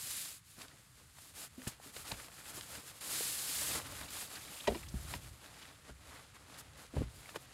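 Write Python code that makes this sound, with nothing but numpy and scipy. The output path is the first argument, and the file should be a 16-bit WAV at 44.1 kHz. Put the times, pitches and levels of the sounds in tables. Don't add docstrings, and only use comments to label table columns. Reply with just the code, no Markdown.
import sys
import numpy as np
from scipy import signal
from scipy.fft import rfft, irfft, next_fast_len
from scipy.io import wavfile

SR = 44100
rng = np.random.default_rng(int(sys.argv[2]) if len(sys.argv) > 2 else 0)


def generate_wav(sig):
    pcm = np.round(np.clip(np.atleast_2d(sig).T, -1, 1) * 32767).astype(np.int16)
    wavfile.write(sys.argv[1], SR, pcm)


N = 332073


# f/Hz, level/dB
NYLON_TONE = [(50, -40), (140, -4.5), (300, -26), (500, -25), (800, -17.5), (1700, -8.5), (3000, -5.5),
              (4700, -3), (6000, -3), (7200, -3), (9700, -1), (12600, -4.5), (14000, -9), (15800, -17.5)]
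def nylon(level_db, slips_per_s=24000, spread_db=2.0, flutter_db=0.84, dull_hz=7000, dull_share=0.25):
    speed = from_db((level_db - level_db.max()) / 2)
    hiss = coloured(friction(slips_per_s * speed, spread_db), NYLON_TONE)
    dull = dull_share * (1 - speed)
    hiss = (1 - dull) * hiss + dull * filtered(hiss, dull_hz, "low", order=1)
    return hiss * from_db(level_db + flutter_db * drift(90))


# f/Hz, level/dB
CLOTH_TONE = [(80, -7), (200, 2.5), (300, 1), (450, 2.5), (800, 1.5), (1300, 3), (2400, -1.5), (4500, -5),
              (5900, -6), (7300, -9.5), (11000, -11.5), (15500, -37)]
def cloth(level_db, slips_per_s=4000, spread_db=2.5, patchy_db=2.5, gain_db=3.5):
    rest = coloured(friction(slips_per_s, spread_db), CLOTH_TONE)
    rub = 0
    for edge_hz in 300 * 2 ** np.arange(5):
        band = signal.sosfiltfilt(signal.butter(2, edge_hz, fs=SR, output="sos"), rest)
        rub = rub + band * from_db(patchy_db * drift(70))
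        rest = rest - band
    return rms_one(rub + rest) * from_db(level_db + gain_db)


# middle t/s, length/s, nylon level/dB, cloth level/dB
HAND_STROKES = [(0.132, 0.56, -45, -62.5), (0.514, 0.17, -59, -79), (0.615, 0.12, -56, -58.5),
                (1.0, 0.13, -66, -68), (1.237, 0.24, -57, -70), (1.411, 0.16, -49.5, -58.5),
                (1.671, 0.19, -55, -60), (1.859, 0.14, -56, -63.5), (1.986, 0.14, -51, -61),
                (2.097, 0.12, -50.5, -55), (2.18, .2, -56.5, -60.5), (2.5, 0.067, -51.5, -57),
                (2.569, 0.086, -49.5, -55), (2.74, 0.18, -51, -56), (2.877, 0.1, -56, -64),
                (3.983, 0.17, -53.5, -62), (4.186, 0.21, -47, -58), (4.34, 0.13, -53, -55.5),
                (4.59, 0.13, -53.5, -66), (4.74, 0.33, -58.5, -63), (5.035, 0.21, -57, -63),
                (5.129, 0.14, -51.5, -55.5), (5.262, .115, -58, -62), (5.446, 0.073, -61, -60.5),
                (5.601, 0.29, -64, -60), (5.882, .1, -69, -59.5), (6.128, .28, -61.5, -60.5),
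                (6.356, .045, -63.5, -60.5), (6.55, 0.17, -62.5, -60.5), (6.595, 0.049, -52, -60),
                (6.816, 0.11, -59, -61.5), (6.985, 0.13, -61, -60), (7.24, 0.36, -59.5, -66),
                (7.362, 0.032, -54, -58), (7.42, 0.078, -60, -74)]
# t/s, nylon level/dB, cloth level/dB
LONG_PULL = [(2.995, -73, -80), (3.011, -49.5, -60), (3.145, -42, -51.5), (3.25, -41.5, -56.5),
             (3.36, -44, -57.5), (3.6, -42, -54.5), (3.76, -42.5, -46), (3.835, -55, -56.5),
             (3.88, -75, -80)]
# t/s, nylon level/dB, cloth level/dB
LIGHT_RUSTLE = [(0.0, -73, -82), (0.42, -71, -83), (0.74, -64.5, -66.5), (0.88, -64, -75.5),
                (1.75, -67.5, -71), (2.1, -59.5, -63.5), (2.45, -56.5, -63), (2.98, -58, -64.5),
                (3.88, -55.5, -56.5), (4.45, -55.5, -59.5), (4.9, -57.5, -63.5), (5.35, -62, -64.5),
                (5.85, -67.5, -70), (6.35, -68, -66), (7.53, -68, -65.5)]
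def handling(uneven_db=1.5, changes_per_s=30):
    middle, length, *stroke_dbs = np.transpose(HAND_STROKES)
    t, levels = np.arange(N) / SR, []
    pulling = (t > LONG_PULL[0][0]) & (t < LONG_PULL[-1][0])
    wobble_db = uneven_db * drift(changes_per_s)
    for stroke_db, pull_db, rustle_db in zip(stroke_dbs, curves(LONG_PULL), curves(LIGHT_RUSTLE)):
        rest_db = rustle_db + wobble_db
        rest_db = np.where(pulling, np.maximum(pull_db, rest_db), rest_db)
        levels.append(swells(zip(middle, length, stroke_db), rest_db))
    return levels


# t/s, thud level/dB, clack level/dB
LANDINGS = [(4.672, -57, -35), (4.676, -34, -30.5), (4.6793, -23, -35.5), (4.6839, -26.5, -34),
            (4.699, -32.5, -64), (4.717, -39, -58.5), (4.747, -51, -38.5), (4.753, -47, -42.5),
            (5.14, -48, -37.5)]
# f/Hz, level/dB, time to fade by 60 dB/s
HOLLOW_NOTES = [(215.4, -12, 0.14), (420, -1.5, 0.044), (465, -11, .08), (573, -1.5, 0.078),
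                (693, -1.5, 0.032), (740, -3, 0.053), (926, -15, 0.042)]
# f/Hz, level/dB, time to fade by 60 dB/s
TOGGLE_NOTES = [(975, -1.5, 0.035), (1895, -3.5, 0.025), (2040, -11, 0.023), (2330, -8, 0.024),
                (2830, -8, 0.042), (3900, -11, 0.028), (5140, -12.5, .025)]
def sack_landing():
    out = np.zeros(N)
    for s, thud_db, clack_db in LANDINGS:
        add(out, s, from_db(thud_db) * struck(HOLLOW_NOTES) + from_db(clack_db) * struck(TOGGLE_NOTES))
    return out


# t/s, level/dB, f/Hz, time to fade by 60 dB/s, ringing share (0-1)
SOFT_BLOWS = [(0.58, -50.5, 200, .1, .1), (1.579, -41.5, 255, 0.16, 0.9), (1.672, -27, 125, 0.048, .7),
              (1.799, -42, 640, 0.017, 0.5), (1.861, -43, 274, 0.054, .6), (1.965, -39, 524, .018, 0.4),
              (2.123, -40.5, 100, .1, 0.5), (2.576, -43.5, 230, 0.076, .1), (2.775, -48, 200, 0.094, 0.16),
              (3.207, -32.5, 480, 0.022, 0.3), (3.77, -38.5, 224, .07, .2), (4.68, -27.5, 210, 0.067, 0.5),
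              (4.718, -34, 226, 0.15, 0.4), (4.754, -36.5, 340, .087, .8), (4.941, -31.5, 186, 0.054, 0.84),
              (5.145, -39, 139, 0.088, 0.24), (5.893, -44, 256, 0.081, 0.2), (6.965, -24, 135, 0.059, 0.73),
              (7.008, -28, 150, 0.067, .5), (7.018, -22.5, 262, .019, .7), (7.359, -26, 540, 0.016, 0.4),
              (7.365, -34, 310, 0.037, .35)]
def thumps(more_blows, puff_db=-2.5, rise_s=0.00059):
    out, t = np.zeros(N), np.arange(SR // 3) / SR
    for s, db, hz, fade_s, ringing in SOFT_BLOWS + more_blows:
        puff = rms_one(filtered(rng.standard_normal(len(t)), [hz / 2, hz * 1.74], "band"))
        puff *= np.sqrt(1 - ringing) * from_db(puff_db)
        ring = -np.sqrt(ringing) * np.sin(2 * np.pi * hz * t)
        fade = (1 - np.exp(-t / rise_s)) * from_db(-60 * t / fade_s)
        add(out, s, from_db(db) * fade * (puff + ring))
    return out


def blanket_flap(start_s=6.941, length_s=.066, folds=6, fold_hz=215, fade_s=0.062, ringing=.35):
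    chance, rows = np.clip(rng.standard_normal((folds, 2)), -2, 2), []
    for along, (late, pitch) in zip(np.linspace(0, 1, folds), chance):
        s = start_s + length_s * along + .002 * late
        db = -30.5 - 7 * (1 - np.sin(np.pi * along))
        rows.append((s, db, fold_hz * np.exp(.4 * pitch), fade_s, ringing))
    return rows


# t/s, level/dB
HEAVY_LOADS = [(2.124, -39), (4.694, -36), (4.952, -33), (5.905, -47), (6.974, -26), (7.029, -32)]
def mattress_bounces(hz=61.3, fade_s=0.22, ringing=0.68):
    return [(s, db, hz, fade_s, ringing) for s, db in HEAVY_LOADS]


# t/s, level/dB, middle f/Hz, length/s
CREASE_SNAPS = [(0.608, -40, 1400, .007), (0.615, -36.5, 4200, 0.0065), (0.649, -43, 1300, .0035),
                (0.682, -40.5, 4000, .0025), (1.183, -43.5, 1400, .006), (1.618, -37.5, 1590, 0.0021),
                (1.667, -35, 1600, .014), (1.673, -29.5, 7500, 0.012), (1.964, -33, 2700, .005),
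                (2.078, -33, 3200, .0016), (2.121, -23, 1200, 0.0013), (2.283, -39, 1000, .0027),
                (2.4, -43, 1800, 0.002), (2.61, -28, 3820, 0.0015), (2.751, -36, 4100, .004),
                (4.011, -35, 890, 0.0064), (4.104, -36, 7400, .006), (4.673, -24.5, 2500, 0.0082),
                (4.885, -40, 5540, .0043), (5.138, -23.5, 1260, 0.0019), (7.292, -34, 1700, 0.0024),
                (7.343, -39, 860, 0.013), (7.358, -31, 2300, 0.0052)]
def creases(more_snaps, gain_db=-6.0, rise_share=0.19):
    out, t = np.zeros(N), np.arange(SR // 10) / SR
    for s, db, hz, length in CREASE_SNAPS + more_snaps:
        crackle = filtered(rng.standard_normal(len(t)), hz * 0.51, "high")
        crackle = filtered(crackle, hz * 1.54, "low")
        fade = (1 - np.exp(-t / (rise_share * length))) * np.exp(-t / length)
        snap = rms_one(crackle * fade) * np.sqrt(np.mean(fade ** 2))
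        add(out, s, from_db(db + gain_db) * snap)
    return out


def small_creases(cloth_db, per_s=5.0, boost_db=14.5, hz=2400, length_s=0.0044):
    moments = np.flatnonzero(rng.random(N) < per_s / SR)
    chance = np.clip(rng.standard_normal((len(moments), 2)), -2, 2)
    return [(at / SR, cloth_db[at] + boost_db + 2.0 * size, hz * np.exp(0.72 * pitch), length_s)
            for at, (size, pitch) in zip(moments, chance)]


# t/s, length/s, start f/Hz, end f/Hz, level/dB
FINGER_ZIPS = [(2.099, 0.022, 650, 1090, -45), (2.113, 0.0077, 1900, 5960, -32.5),
               (4.023, 0.017, 3250, 3900, -48), (4.342, .025, 5200, 3450, -46),
               (4.593, 0.021, 2700, 4040, -44), (4.876, 0.0204, 5230, 5870, -50),
               (7.255, 0.0065, 1840, 2200, -47)]
def finger_squeaks(from_s=3.97, to_s=4.87, per_s=70, level_db=-53, pitch_hz=3600, length_s=0.0116):
    out, t = np.zeros(N), np.arange(N) / SR
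    for s, length, start_hz, end_hz, db in FINGER_ZIPS:
        add(out, s, from_db(db) * squeak(length, start_hz, end_hz))
    dragging = (t > from_s) & (t < to_s)
    for s in t[dragging & (rng.random(N) < per_s / SR)]:
        pitch, bend, size = np.clip(rng.standard_normal(3), -2, 2)
        hz = pitch_hz * np.exp(.25 * pitch)
        add(out, s, from_db(level_db + 0.5 * size) * squeak(length_s, hz, hz * np.exp(.25 * bend)))
    return out


def squeak(length, start_hz, end_hz, rough=0.46):
    along = np.linspace(0, 1, max(int(length * SR), 8))
    hz = start_hz + (end_hz - start_hz) * along ** 2
    hz *= 1 + rough * rng.standard_normal(SR // 10)[:len(along)]
    return np.sin(np.pi * along ** 2) * np.sin(2 * np.pi * np.cumsum(hz) / SR)


# f/Hz, level/dB
PADDING_TONE = [(20, -13), (40, -4.5), (62, 7), (100, 3.5), (150, -2.5), (220, -20), (320, -16), (600, -33),
                (1500, -55)]
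# middle t/s, length/s, level/dB
LEANING = [(2.0, 0.16, -61), (2.67, .36, -63), (3.85, 0.64, -56), (5.03, 0.73, -51), (6.05, 0.47, -65),
           (6.66, 0.27, -61.5), (7.12, .26, -57.5)]
# start level/dB, end level/dB
BODY_WEIGHT = [-70, -66]
def mattress_rumble(lump_db=0.9, gain_db=1.0):
    weight_db = swells(LEANING, np.linspace(*BODY_WEIGHT, N))
    rumble = coloured(rng.standard_normal(N), PADDING_TONE)
    return rumble * from_db(weight_db + gain_db + lump_db * drift(25))


# f/Hz, level/dB
AIR_TONE = [(20, -28), (60, -16), (130, 3), (250, -15), (500, -28), (1300, -12.5), (3000, -18.5),
            (10000, -19), (15500, -38)]
def still_air(level_db=-66.5):
    return from_db(level_db) * coloured(rng.standard_normal(N), AIR_TONE)


# f/Hz, width/Hz, level change/dB
TENT_BANDS = [(287, 48, 5), (366, 69, -4), (990, 47, -3.5), (1390, 730, -0.5), (4240, 2900, 0.5),
              (5780, 1100, -4), (7250, 680, 2), (7670, 220, 1)]
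def tent(x):
    for hz, width_hz, db in TENT_BANDS:
        band = signal.lfilter(*signal.iirpeak(hz, hz / width_hz, fs=SR), x)
        x = x + (from_db(db) - 1) * band
    return x


def friction(per_s, spread_db):
    slips = (rng.random(N) < per_s / SR) * rng.choice([-1, 1], N)
    size_db = spread_db * np.minimum(rng.exponential(1, N), 4)
    return rms_one(slips * from_db(size_db))


def struck(notes):
    t = np.arange(SR // 4) / SR
    hz, db, fade_s = np.transpose(notes)[:, :, None]
    rings = np.sin(2 * np.pi * hz * t) * from_db(db - 60 * t / fade_s)
    return (-1) ** np.arange(len(notes)) @ rings


def swells(rows, rest_db, steepness=0.86):
    t, power = np.arange(N) / SR, from_db(rest_db) ** 2
    for s, length, db in rows:
        moving = np.abs(t - s) < length / 2
        arch = np.abs(np.cos(np.pi * (t[moving] - s) / length)) ** steepness
        power[moving] += (from_db(db) * arch) ** 2
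    return 10 * np.log10(power)


def coloured(x, tone):
    hz, db = np.transpose(tone)
    size = next_fast_len(N)
    bin_hz = np.maximum(np.fft.rfftfreq(size, 1 / SR), 1)
    gain = from_db(np.interp(np.log(bin_hz), np.log(hz), db))
    return rms_one(irfft(rfft(x, size) * gain, size)[:N])


def filtered(x, hz, kind, order=2):
    sections = signal.butter(order, np.clip(hz, 10, .45 * SR), kind, fs=SR, output="sos")
    return signal.sosfilt(sections, x + 1e-18)


def drift(per_s):
    steps = np.arange(N) / SR * per_s
    return rms_one(np.interp(steps, np.arange(8192), rng.standard_normal(8192)))


def curves(rows):
    s, *columns = np.transpose(rows)
    return [np.interp(np.arange(N) / SR, s, column) for column in columns]


def add(track, s, sound):
    start = max(round(s * SR), 0)
    track[start:start + len(sound)] += sound[:max(N - start, 0)]


def from_db(db):
    return 10 ** (np.asarray(db) / 20)


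def rms_one(x):
    return x / np.sqrt(np.mean(x ** 2) + 1e-20)


def scene():
    nylon_db, cloth_db = handling()
    air = still_air()
    blows = mattress_rumble() + thumps(mattress_bounces() + blanket_flap()) + sack_landing()
    fabric = nylon(nylon_db) + cloth(cloth_db) + creases(small_creases(cloth_db)) + finger_squeaks()
    mix = blows + tent(fabric + air)
    return np.array([mix, mix])


def record(dry, bass_hz=30, treble_hz=15750):
    treble_cut = signal.ellip(12, .1, 90, treble_hz, fs=SR, output="sos")
    return signal.sosfilt(treble_cut, filtered(dry, bass_hz, "high"))


dry = scene()
out = record(dry)
generate_wav(out)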